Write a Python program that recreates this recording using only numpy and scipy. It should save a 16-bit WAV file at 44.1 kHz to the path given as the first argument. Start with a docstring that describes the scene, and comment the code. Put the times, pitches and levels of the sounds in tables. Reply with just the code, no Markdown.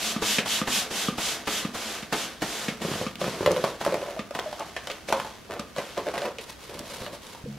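"""First a hiss of air: a plastic hand pump strokes back and forth on a table in a small room, two microphones close.
Filtered noise makes the air; ringing modes and click sprays make piston knocks and valve slaps; the strokes slow.
From 2.8 s the foil balloon crackles and snaps out in hollow pops: paired modes, cracks and slips along the seam.
Thin dry snaps and short seam notes join in; late on, the nozzle scrapes and squeaks out of the neck.
Soft drum-like bumps of the full balloon close the scene, over the faint noise of a still room."""
import sys
import numpy as np
from scipy import signal
from scipy.fft import rfft, irfft, next_fast_len
from scipy.io import wavfile

SR = 44100
rng = np.random.default_rng(int(sys.argv[2]) if len(sys.argv) > 2 else 0)


def inscribe(sig):
    """Save sig as 16-bit PCM at rate SR to the path in sys.argv[1].

    A 1-D sig is mono; a 2-D sig holds one channel per row.
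    Samples are clipped to [-1, 1] before scaling.
    """
    pcm = np.round(np.clip(np.atleast_2d(sig).T, -1, 1) * 32767)
    wavfile.write(sys.argv[1], SR, pcm.astype(np.int16))


N = 334258
TIME = np.arange(N) / SR
BRIEF = TIME[:SR // 3]

# Table levels are relative: each layer adds its own trim. Spectrum tables give shape only.
# pump strokes, pull and push by turns, weaker as pressure builds:
# start_s, length_s, air_db, change_over_stroke_db, valve_slap_db
STROKES = [(-0.02, 0.17, -35, 1, -52), (0.219, .19, -30.5, -1.5, -14), (0.458, 0.17, -31.5, -2, -19),
           (0.672, 0.17, -32, 1.5, -15), (0.908, 0.2, -34, -2, -22.5), (1.18, 0.23, -31, -7, -17.5),
           (1.471, 0.2, -33, -4.5, -16), (1.744, 0.25, -38.5, -0.5, -21), (2.124, 0.2, -34, -7, -11),
           (2.419, 0.28, -38.5, 0, -13.5), (2.817, 0.22, -39.5, 0, -22), (3.202, 0.25, -38, -7.5, -31),
           (3.411, 0.28, -45, 3.5, -29), (3.808, 0.37, -42, -11, -20.5), (4.349, 0.36, -48, -3.5, -22),
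           (4.747, 0.21, -54, 5.5, -56), (5.085, 0.28, -39, -15.5, -38), (5.524, 0.095, -66, 12, -45),
           (5.771, 0.215, -45, -7, -51), (5.973, 0.3, -51.5, 3, -27)]
# the piston speeds up and slows within a stroke, most in a hard one: air_db, ends_below_middle_db
STROKE_ARCH = [(-40.5, 0.5), (-32, 8.5)]
AIR_RISE_DB_PER_S, AIR_FALL_DB_PER_S = 873, 150
# hiss of fast strokes: frequency_hz, level_db (per Hz)
FAST_HISS = [(60, -44), (210, -5), (350, -21), (650, -7.5), (850, -11.5), (2100, -8), (2650, -5.5),
             (3100, -3.5), (3600, -3.5), (4200, -7), (7000, -8.5), (8600, -13.5), (12500, -17),
             (14500, -25.5), (16000, -38)]
# hiss of slow strokes: frequency_hz, level_db (per Hz)
SLOW_HISS = [(60, -16), (200, 2.5), (650, 7.5), (850, 2.5), (1500, 3.5), (2200, 1), (3100, 1), (6000, -3.5),
             (8500, -10.5), (12000, -12), (15000, -26.5)]
# the intake sings only when pulled hard: air_db, resonance_against_air_db
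INTAKE_SINGING = [(-34.5, -10), (-33, 2.5)]
# the intake's resonance climbs during each pull stroke and flutters
INTAKE_HZ, INTAKE_WIDTH_HZ, INTAKE_GLIDE_HZ_PER_S, INTAKE_FLUTTER_DB = 3220, 690, 2200, 4
# plastic knocks, mostly the piston against its end stop: start_s, thump_db, ping_db, clack_db
KNOCKS = [(0.162, -15, -20.5, -30), (0.384, -14, -42, -10.5), (0.615, -13.5, -15.5, -23),
          (1.084, -12, -14, -22.5), (1.4751, -50, -27, -21), (1.649, -14.5, -21, -25),
          (2.026, -25.5, -38, -28.5), (2.683, -15, -46, -18.5), (3.065, -17, -18.5, -25),
          (4.192, -20, -21.5, -24.5), (4.765, -56, -49, -23.5), (4.9, -56, -29, -22),
          (5.594, -21, -22, -29), (6.385, -50, -44, -24.5)]
# hard plastic clack: frequency_hz, level_db (per Hz)
CLACK = [(100, -44), (520, 5.5), (900, -14.5), (1800, -3.5), (2600, -0.5), (3700, -7.5), (4600, -12.5),
         (8000, -20.5), (15000, -45)]
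# slap of the valve: frequency_hz, level_db (per Hz)
VALVE_SLAP = [(60, -5), (220, 6), (450, 5), (1300, 1), (2600, -6), (4000, -10), (14000, -26.5)]
# the skin's pitch and its panels' flop over time, tightest near 4.6 s and looser again later:
# time_s, pitch_hz, flop_db
TENSION = [(2.8, 446, -2.5), (3.3, 453, -6), (3.6, 537, -11.5), (3.95, 599, -16), (4.6, 770, -28),
           (5.2, 614, -11), (5.6, 570, -10.5), (6.3, 582, -15), (6.9, 524, -4.5)]
# flurries of small creases as the skin is stretched or gripped: start_s, length_s, level_db
FLURRIES = [(2.805, 0.24, -38.5), (3.215, 0.3, -34), (3.522, 0.19, -32.5), (3.866, 0.33, -33),
            (4.342, 0.14, -36), (4.593, 0.032, -27.5), (4.881, 0.068, -36), (5.132, 0.06, -30),
            (5.501, 0.098, -30.5), (5.784, 0.017, -27.5), (5.972, 0.019, -29), (6.07, 0.035, -26),
            (6.139, 0.025, -25.5), (6.176, 0.018, -28), (6.215, .022, -30.5), (6.248, 0.021, -25.5),
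            (6.697, 0.43, -41.5), (7.012, 0.096, -42.5)]
FLURRY_FADE_DB, FLURRY_RISE_DB_PER_S, FLURRY_FALL_DB_PER_S = -8, 1600, 305
# the loudest creases snapping out of the foil: start_s, pop_db, pitch_hz, t60_s, crack_db
POPS = [(2.8496, -19, 447, 0.015, -43), (2.885, -25.5, 300, 0.013, -34), (2.9153, -18.5, 397, 0.009, -32),
        (2.937, -27, 450, 0.025, -29.5), (2.956, -21.5, 520, 0.0075, -36), (3.013, -18.5, 498, 0.017, -34),
        (3.215, -20, 545, 0.014, -25.5), (3.2422, -22, 452, 0.015, -26.5), (3.2651, -24, 540, 0.0079, -36),
        (3.2801, -16.5, 426, 0.008, -34), (3.2957, -26, 470, 0.0084, -32), (3.408, -16, 390, 0.016, -41),
        (3.429, -21, 467, .018, -33), (3.4616, -13.5, 515, 0.022, -14), (3.4753, -9, 512, 0.017, -28),
        (3.5085, -13, 487, 0.023, -24.5), (3.5634, -23.5, 495, 0.11, -25),
        (3.6408, -9.5, 563, 0.0081, -20.5), (3.647, -21.5, 886, 0.0069, -25),
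        (3.813, -24, 940, 0.0024, -33), (3.8497, -33, 1130, .012, -21.5), (3.8636, -14.5, 600, 0.011, -26),
        (3.871, -22.5, 630, 0.025, -37), (3.8775, -17.5, 420, 0.0093, -34),
        (3.9231, -18.5, 494, 0.035, -30), (3.9425, -16, 583, 0.0033, -22), (4.0267, -24.5, 558, 0.047, -40),
        (4.0599, -30, 610, 0.025, -38), (4.087, -27, 564, 0.027, -50), (4.3087, -27.5, 586, 0.025, -30.5),
        (4.3502, -34, 800, 0.02, -26.5), (4.3902, -25, 490, 0.022, -20.5),
        (4.5281, -26.5, 786, 0.013, -34.5), (4.765, -28.5, 705, 0.014, -28),
        (4.7647, -24, 1760, 0.014, -35), (4.872, -36, 574, 0.052, -25.5), (5.0872, -26.5, 555, 0.02, -29),
        (5.103, -21.5, 540, 0.014, -40), (5.1252, -13, 900, 0.014, -15.5), (5.1278, -16, 503, 0.011, -34),
        (5.1994, -24, 1050, 0.031, -24), (5.2474, -28.5, 880, 0.018, -34.5),
        (5.4997, -27.5, 466, 0.016, -40), (5.5385, -28, 413, 0.018, -35),
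        (5.7635, -29.5, 584, 0.014, -26.5), (5.7829, -22.5, 550, 0.02, -23),
        (5.9776, -20.5, 493, 0.024, -24), (6.0676, -24, 550, 0.012, -27), (6.1417, -26, 496, 0.018, -27),
        (6.1791, -26.5, 513, 0.041, -21), (6.219, -25, 581, 0.037, -23.5),
        (6.254, -22.5, 510, 0.018, -23.5), (6.71, -40, 468, .04, -42), (7.02, -33, 524, 0.019, -36),
        (7.0639, -31.5, 630, 0.033, -26), (7.131, -33, 553, .022, -42), (7.3485, -38.5, 860, 0.011, -50)]
# sharp edge of a foil snap: frequency_hz, level_db (per Hz)
CRACK = [(100, -7), (500, -7.5), (1000, 10.5), (1700, 6), (2600, 2.5), (4000, -1.5), (7000, -11.5),
         (12000, -16.5), (15500, -25)]
# how strongly one snap sets off its neighbours along a tight seam: time_s, level_against_first_db
CASCADE = [(3.3, -19), (3.7, -12.5), (4.6, -17), (5.3, -17), (5.8, -2), (6.3, -2), (7.1, -5.5)]
# thin dry snaps of the foil and its neck: start_s, level_db, centre_hz
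SNAPS = [(3.156, -21, 2590), (3.517, -15.5, 4850), (3.57, -21, 3800), (4.108, -28, 3150),
         (4.3960, -17, 3300), (4.596, -24.5, 5170), (4.9157, -20, 3400), (5.0907, -21, 3570),
         (5.596, -20, 4300), (6.385, -24, 2980), (6.7922, -20, 4850), (7.2682, -29, 3600)]
# spectrum of such a snap: multiple_of_centre (no unit), level_db (per Hz)
SNAP_SHAPE = [(.1, -4), (.5, -11), (1, 4), (1.8, -5.5), (3.5, -17)]
# a tight seam slips and sings for a moment: start_s, length_s, level_db, first_hz, last_hz
CREAKS = [(3.955, 0.008, -21.5, 600, 585), (4.172, 0.0053, -24, 674, 636), (4.462, 0.02, -23.5, 632, 602),
          (5.128, 0.057, -22.5, 545, 538)]
CREAK_RISE_DB_PER_S, CREAK_FALL_DB_PER_S, CREAK_FADE_DB = 9000, 556, -6.5
# the nozzle rubs in the balloon's neck as it is worked loose: start_s, length_s, level_db
RUBS = [(6.408, 0.042, -41), (6.492, 0.019, -37), (6.595, 0.12, -46.5), (6.703, 0.27, -47),
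        (6.876, 0.14, -41), (7.007, 0.024, -44), (7.039, 0.029, -43.5), (7.128, 0.053, -46),
        (7.214, 0.2, -47)]
RUB_ARCH_DB, RUB_FADE_DB, RUB_RISE_DB_PER_S, RUB_FALL_DB_PER_S = 8.5, -6, 701, 220
# plastic scraping on foil: frequency_hz, level_db (per Hz)
SCRAPE = [(60, -8), (300, -10), (530, 10), (740, -9), (930, 7), (1250, -2), (2300, -2), (3800, -1),
          (5500, -5.5), (8000, -10.5), (11500, -10.5), (15000, -23)]
# the squeak of the nozzle as it leaves the neck
SQUEAK_AT_S, SQUEAK_LENGTH_S, SQUEAK_HZ, SQUEAK_WIDTH_HZ, SQUEAK_DB = 7.035, 0.05, 4150, 550, -44.5
# soft bumps of the full balloon: start_s, level_db, pitch_hz, t60_s
BUMPS = [(6.804, -33.5, 260, 0.036), (7.012, -30.5, 106.8, 0.025), (7.44, -29, 121, 0.031),
         (7.45, -34.5, 274, 0.041), (7.458, -32, 485, 0.068), (7.456, -37, 140, 0.9),
         (7.471, -34, 210.5, 0.25)]
# still room: frequency_hz, level_db (per Hz)
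ROOM_NOISE = [(20, -17), (60, 7), (90, 2), (170, 1.5), (330, -1), (520, -8), (1000, -16), (3000, -21.5),
              (8000, -29), (15000, -28)]
# width of the diffuse room noise: frequency_hz, side_against_mid_db
ROOM_NOISE_WIDTH = [(60, -19), (200, -4), (1300, 5), (4400, 5), (9000, 3)]
# decay of the small room: frequency_hz, t60_s
ROOM_DECAY = [(150, 0.58), (530, 0.34), (1400, 0.49), (3700, 0.21), (10000, 0.098)]
# width heard by two close microphones: frequency_hz, side_against_mid_db
CLOSE_WIDTH = [(60, -80), (250, -44), (700, -21.5), (1300, -21), (2400, -15), (4400, -6.5), (8000, -2.5),
               (15000, 0.8)]
BAND_EDGE_HZ = 15800


def amp(db):
    """Decibels to gain."""
    return 10 ** (np.asarray(db) / 20)


def unit(x):
    """Scales to rms 1."""
    return x / np.sqrt(np.mean(x ** 2) + 1e-20)


def read(points, hz):
    """Reads a spectrum table on a log-frequency axis."""
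    f, value = np.transpose(points)
    return np.interp(np.log(hz + 1), np.log(f + 1), value)


def follow(rows, t=TIME):
    """Reads a two-column control curve at the positions t."""
    return np.interp(t, *np.transpose(rows))


def add(mix, s, sound):
    """Mixes a sound in at s seconds."""
    part = mix[..., max(round(s * SR), 0):][..., :sound.shape[-1]]
    part += sound[..., :part.shape[-1]]


def colour(x, spectrum, size=2048):
    """Causal minimum-phase filter with the given spectrum and unit energy."""
    log_gain = np.log(amp(read(spectrum, abs(np.fft.fftfreq(size, 1 / SR)))))
    taps = np.fft.ifft(np.exp(np.conj(signal.hilbert(log_gain)))).real
    taps = taps / np.linalg.norm(taps)
    return signal.oaconvolve(x, taps[None], axes=1)[:, :x.shape[1]]


def noise(spectrum):
    """Steady coloured noise, mid and side."""
    return colour(rng.standard_normal((2, N)), spectrum)


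def drift(rate_hz):
    """Slow random wander of rms 1."""
    smooth = signal.butter(2, rate_hz, fs=SR, output="sos")
    return unit(signal.sosfilt(smooth, rng.standard_normal(N)))


def clicks(per_s, spread_db):
    """A random train of clicks of uneven size and sign."""
    size = amp(spread_db * np.minimum(rng.exponential(1, N), 3)) * rng.choice([-1, 1], N)
    return size * (rng.random(N) < per_s / SR)


def ring(hz, t60, rise, t=TIME[:SR // 6]):
    """One dying mode with a soft start, peak 1; t60 and rise in seconds."""
    wave = np.sin(2 * np.pi * hz * t) * amp(-60 * t / t60) * (1 - np.exp(-(t / rise) ** 2))
    return wave / abs(wave).max()


def burst(spectrum, t60, size=4096):
    """A contact click and its short spray of micro-impacts, mid and side, peaking near 1."""
    spray = rng.standard_normal((2, size)) * amp(-60 * TIME[:size] / t60)
    spray[:, 0] = 4.5  # the contact click
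    spray = colour(spray, spectrum)
    energy = (spray ** 2).sum(1, keepdims=True)
    return spray / (2.85 * np.sqrt(energy * 2 * np.log(1000) / (t60 * SR)))


def swell(start, length, arch_db, fade_db, rise, fall):
    """Gain of one movement: quick rise, arched hold that fades, release; rise and fall in dB per second."""
    u = np.clip((TIME - start) / length, 0, 1)
    outside_db = rise * np.maximum(start - TIME, 0) + fall * np.maximum(TIME - start - length, 0)
    return amp(np.maximum(fade_db * u - arch_db * (2 * u - 1) ** 2 - outside_db, -150))


def whistle(hz, width_hz):
    """Turbulence in one narrow resonance, steady or moving: low-passed noise shifted up to hz, mid and side."""
    smooth = signal.butter(2, width_hz / 2, fs=SR, output="sos")
    a, b = signal.sosfilt(smooth, rng.standard_normal((2, 2, N)))
    phase = 2 * np.pi * np.cumsum(hz * np.ones(N)) / SR
    return unit(a * np.cos(phase) + b * np.sin(phase))


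def background():
    """The quiet, diffuse noise of the still room, spread wider than the close sounds."""
    return stereo(amp(-52.0) * noise(ROOM_NOISE), ROOM_NOISE_WIDTH)


def flow_db(strokes, idle_db):
    """Level of the air moved by these strokes, over a faint idle hiss; powers add."""
    power = amp(idle_db) ** 2
    for s, length, db, change_db, _ in strokes:
        arch_db = follow(STROKE_ARCH, db)
        gain = amp(db) * swell(s, length, arch_db, change_db, AIR_RISE_DB_PER_S, AIR_FALL_DB_PER_S)
        power = power + gain ** 2
    return 10 * np.log10(power)


def intake_hz():
    """The intake's pitch, rising through each pull stroke."""
    hz = np.full(N, float(INTAKE_HZ))
    for s, length, *_ in STROKES[::2]:
        from_middle_s = np.minimum(TIME - s, length) - length / 2
        hz = np.where(TIME < s, hz, INTAKE_HZ + INTAKE_GLIDE_HZ_PER_S * from_middle_s)
    return hz


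def air(soft_db=-41.5, hard_db=-33.0):
    """Turbulence in the pump; the harder the push, the more the valve resonance near 3 kHz stands out."""
    level_db = flow_db(STROKES, idle_db=-56.5)
    vigour = np.clip((level_db - soft_db) / (hard_db - soft_db), 0, 1)
    fast = np.sqrt(vigour) * amp(6.5) * noise(FAST_HISS)
    slow = np.sqrt(1 - vigour) * amp(4.0) * noise(SLOW_HISS)
    # a strong flow is smooth; a weak one is grainy with the rubbing of plastic
    grainy = np.interp(level_db, [-47, -38], [.5, .02])
    grains = np.array([clicks(per_s=1500, spread_db=4.5) for _ in range(2)])
    rubbing = amp(5.0) * unit(colour(grains, SLOW_HISS))
    flow = np.sqrt(1 - grainy) * (fast + slow) + np.sqrt(grainy) * rubbing
    flow = flow * amp(level_db + .5 * drift(rate_hz=50))
    pull_db = flow_db(STROKES[::2], idle_db=-90.0)
    intake = amp(pull_db + follow(INTAKE_SINGING, pull_db)) * whistle(intake_hz(), INTAKE_WIDTH_HZ)
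    return flow + intake * amp(INTAKE_FLUTTER_DB * drift(rate_hz=29))


def clacks_and_slaps(valve_rise_s=0.0026):
    """The plastic parts clack at each knock; the valve slaps, with a softer start, at each turn."""
    out = np.zeros((2, N))
    for s, _, _, clack_db in KNOCKS:
        add(out, s, amp(clack_db + 2.0) * burst(CLACK, t60=0.11))
    soft_start = 1 - np.exp(-BRIEF / valve_rise_s)
    for s, _, _, _, valve_db in STROKES:
        slap = burst(VALVE_SLAP, t60=0.098, size=len(BRIEF)) * soft_start
        add(out, s, amp(valve_db + 4.0) * slap)
    return out


def knocks(thump_hz=212, ping_hz=1205, thump_t60=0.018, ping_t60=0.038, lowest_hz=120):
    """The piston thumps the air column and pings the barrel; a high-pass keeps the thumps dry in the bass."""
    out = np.zeros((2, N))
    for s, thump_db, ping_db, _ in KNOCKS:
        add(out, s, amp(thump_db - 3.0) * ring(thump_hz, thump_t60, rise=0.0042))
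        add(out, s, amp(ping_db - 5.0) * ring(ping_hz, ping_t60, rise=0.0003))
    return signal.sosfilt(signal.butter(2, lowest_hz, "highpass", fs=SR, output="sos"), out)


def stretch():
    """How busy the small creases are: each flurry starts at once and settles; powers add."""
    power = 0
    for s, length, db in FLURRIES:
        shape = swell(s, length, 0, FLURRY_FADE_DB, FLURRY_RISE_DB_PER_S, FLURRY_FALL_DB_PER_S)
        power = power + (amp(db) * shape) ** 2
    return np.sqrt(power)


def crinkle(per_s=230, scatter=0.23, cycles=6.9, grain_db=4.5, flop_hz=185, upper_db=-6.0, count=1150):
    """Small creases give way: hollow grains near the skin's pitch, dull flops while slack, fine ticks."""
    out = np.zeros(N)
    start, end = TENSION[0][0], TIME[-1]
    when, pitch_hz, flop_db = np.transpose(TENSION)
    t = TIME[:SR // 40]
    for k, (late, detune, size, sign, panel, edge) in enumerate(rng.standard_normal((count, 6))):
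        s = start + (k + late) / per_s
        hz = np.interp(s, when, pitch_hz) * np.exp(scatter * detune)
        hollow = ring(hz, cycles / hz, rise=0.00051, t=t)
        edge_hz = 1600 * np.exp(2 * scatter * np.tanh(edge))  # the fold's stiff edge
        stiff = amp(upper_db) * ring(edge_hz, t60=0.0027, rise=.0001, t=t)
        flop = ring(flop_hz * np.exp(0.27 * panel), t60=0.028, rise=0.0024, t=t)
        flop = amp(np.interp(s, when, flop_db)) * flop
        add(out, s, np.sign(sign) * amp(grain_db * min(size, 2)) * (hollow + stiff + flop))
    active = (TIME > start) & (TIME < end)
    ticks = colour(np.array([clicks(per_s=260, spread_db=5.5)] * 2), CRACK)
    return (amp(-2.5) * out / out[active].std() + amp(-11.5) * unit(ticks)) * stretch()


def pops(upper_hz=920, upper_db=-4.5, scatter=0.17, slip_gap_s=.0055, fade_db=-1.5,
         panel_hz=195, panel_db=2.5, count=6):
    """A crease flips with a crack and its panel swings in two modes; slips run on along the seam."""
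    out, t = np.zeros((2, N)), TIME[:SR // 20]
    slack_curve = [(when, slack_db) for when, _, slack_db in TENSION]
    for s, db, hz, t60, crack_db in POPS:
        add(out, s, amp(db + 3.0) * ring(hz, t60, rise=0.00047))
        upper = ring(upper_hz * np.exp(scatter * rng.normal()), t60=0.0091, rise=0.0002, t=t)
        add(out, s, amp(db + upper_db) * upper)
        flop_db = follow(slack_curve, s)  # a slack panel flops as it flips
        flop = ring(panel_hz * np.exp(scatter * rng.normal()), t60=0.017, rise=0.00099, t=t)
        add(out, s, amp(db + flop_db + panel_db) * flop)
        cascade_db = follow(CASCADE, s)
        lead = 1 - amp(min(cascade_db, 0)) / 2  # a seam that runs on gives way more gently
        add(out, s, lead * amp(crack_db + 10.5) * burst(CRACK, t60=0.019, size=len(t)))
        for k, (detune, late, sharp) in enumerate(rng.standard_normal((count, 3))):
            shift = np.exp(scatter * detune)
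            low = ring(hz * shift, t60=0.023, rise=0.00034, t=t)
            high = ring(upper_hz * shift, t60=0.023, rise=0.00034, t=t)
            crack = amp(crack_db + 7.0 * np.tanh(sharp)) * burst(CRACK, t60=0.012, size=len(t))
            slip = amp(db) * (low + amp(upper_db) * high) + crack
            slip_s = s + slip_gap_s * (k + 1 + np.tanh(late) / 2)
            add(out, slip_s, amp(cascade_db + fade_db * k) * slip)
    return out


def balloon(x, slack_hz=110, taut_hz=260):
    """Slack panels move as a whole and give bass; a taut skin only lets small patches move."""
    when, _, flop_db = np.transpose(TENSION)
    slack = amp(np.minimum(np.interp(TIME, when, flop_db), 0) / 2)
    loose, tight = (signal.butter(2, hz, "highpass", fs=SR, output="sos") for hz in (slack_hz, taut_hz))
    return slack * signal.sosfilt(loose, x) + (1 - slack) * signal.sosfilt(tight, x)


def snaps(t60=0.018):
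    """Tiny folds flick over, too small to set a panel swinging: a click spray around one centre."""
    out = np.zeros((2, N))
    for s, db, centre_hz in SNAPS:
        spectrum = [(centre_hz * multiple, gain_db) for multiple, gain_db in SNAP_SHAPE]
        add(out, s, amp(db) * burst(spectrum, t60))
    return out


def creaks(waver=0.012):
    """A seam sticks and slips in step with its panel: a short hollow note that sags as the fold relaxes."""
    out = np.zeros(N)
    unsteady = 1 + waver * drift(rate_hz=110)
    for s, length, db, first_hz, last_hz in CREAKS:
        hz = np.interp(TIME, [s, s + length], [first_hz, last_hz]) * unsteady
        phase = 2 * np.pi * np.cumsum(hz) / SR
        gain = amp(db) * swell(s, length, 0, CREAK_FADE_DB, CREAK_RISE_DB_PER_S, CREAK_FALL_DB_PER_S)
        out += gain * np.sin(phase)
    return np.array([out, out])


def nozzle(smooth_db=0.0, grain_db=-1.0):
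    """The nozzle is worked out of the neck in short grainy scrapes and leaves it with a squeak."""
    grip = (RUB_ARCH_DB, RUB_FADE_DB, RUB_RISE_DB_PER_S, RUB_FALL_DB_PER_S)
    rubs = sum(amp(db) * swell(s, length, *grip) for s, length, db in RUBS)
    slips = colour(np.array([clicks(per_s=1400, spread_db=6.0) for _ in range(2)]), SCRAPE)
    scrape = amp(smooth_db) * noise(SCRAPE) + amp(grain_db) * unit(slips)
    scrape = scrape * rubs * amp(2.8 * drift(rate_hz=35))
    squeak = swell(SQUEAK_AT_S, SQUEAK_LENGTH_S, *grip) * whistle(SQUEAK_HZ, SQUEAK_WIDTH_HZ)
    return scrape + amp(SQUEAK_DB) * squeak


def bumps():
    """Handled and let go, the taut balloon booms like a soft drum: dying modes with soft starts."""
    out = np.zeros((2, N))
    for s, db, hz, t60 in BUMPS:
        add(out, s, amp(db) * ring(hz, t60, rise=0.0025))
    return out


def echoes(early_db, tail_db, early_t60=0.077):
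    """Quick scatter from the table and nearby things, then a short tail."""
    sparse = rng.random((2, 2, len(BRIEF))) < .12
    taps = rng.choice([-1., 1.], (2, 2, len(BRIEF))) * sparse
    early = taps[0] * amp(-60 * BRIEF / early_t60) * (BRIEF > .002)
    hz, t, z = signal.stft(taps[1] * (BRIEF > .008), SR, nperseg=256)
    decay = amp(-60 * t / read(ROOM_DECAY, hz)[:, None])  # each band dies at its own rate
    tail = signal.istft(z * decay, SR, nperseg=256)[1][:, :len(BRIEF)]
    return (amp(early_db) * unit(early) + amp(tail_db) * unit(tail)) / np.sqrt(len(BRIEF))


def room(x, early_db, tail_db, count):
    """Pump and balloon keep moving, so the sound glides through several echo patterns in turn."""
    out = x.copy()
    place = TIME * 11  # echo patterns passed, 11 per second
    for k in range(count):
        share = np.sin(np.pi / 2 * np.minimum((place - k) % count, 2))
        out += signal.oaconvolve(x * share, echoes(early_db, tail_db), axes=1)[:, :N]
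    return out


def stereo(mid_side, width):
    """Mid and side to left and right; the two microphones differ in phase, mostly in the treble."""
    mid, side = mid_side
    size = next_fast_len(N)
    side_gain = 1j * amp(read(width, np.fft.rfftfreq(size, 1 / SR)))  # 1j: a quarter turn of phase
    side = irfft(rfft(side, size) * side_gain, size)[:N]
    return np.array([amp(-0.82) * (mid + side), amp(-0.44) * (mid - side)])


def scene():
    """Popping panels stir the room more than the pump, nozzle and small folds; quiet noise lies below."""
    small = air() + clacks_and_slaps() + snaps() + creaks() + nozzle() + bumps()
    close = room(small, early_db=-14.0, tail_db=-14.0, count=2)
    piston = room(knocks(), early_db=-11.0, tail_db=-14.0, count=3)
    foil = room(balloon(crinkle() + pops()), early_db=-5.0, tail_db=-12.0, count=4)
    return stereo(close + piston + foil, CLOSE_WIDTH) + background()


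def record(dry):
    """The recorder's band limit: a steep low-pass."""
    taps = signal.firwin(511, BAND_EDGE_HZ, window=("kaiser", 9), fs=SR)
    return signal.oaconvolve(dry, taps[None], "same")


dry = scene()
out = record(dry)
inscribe(out)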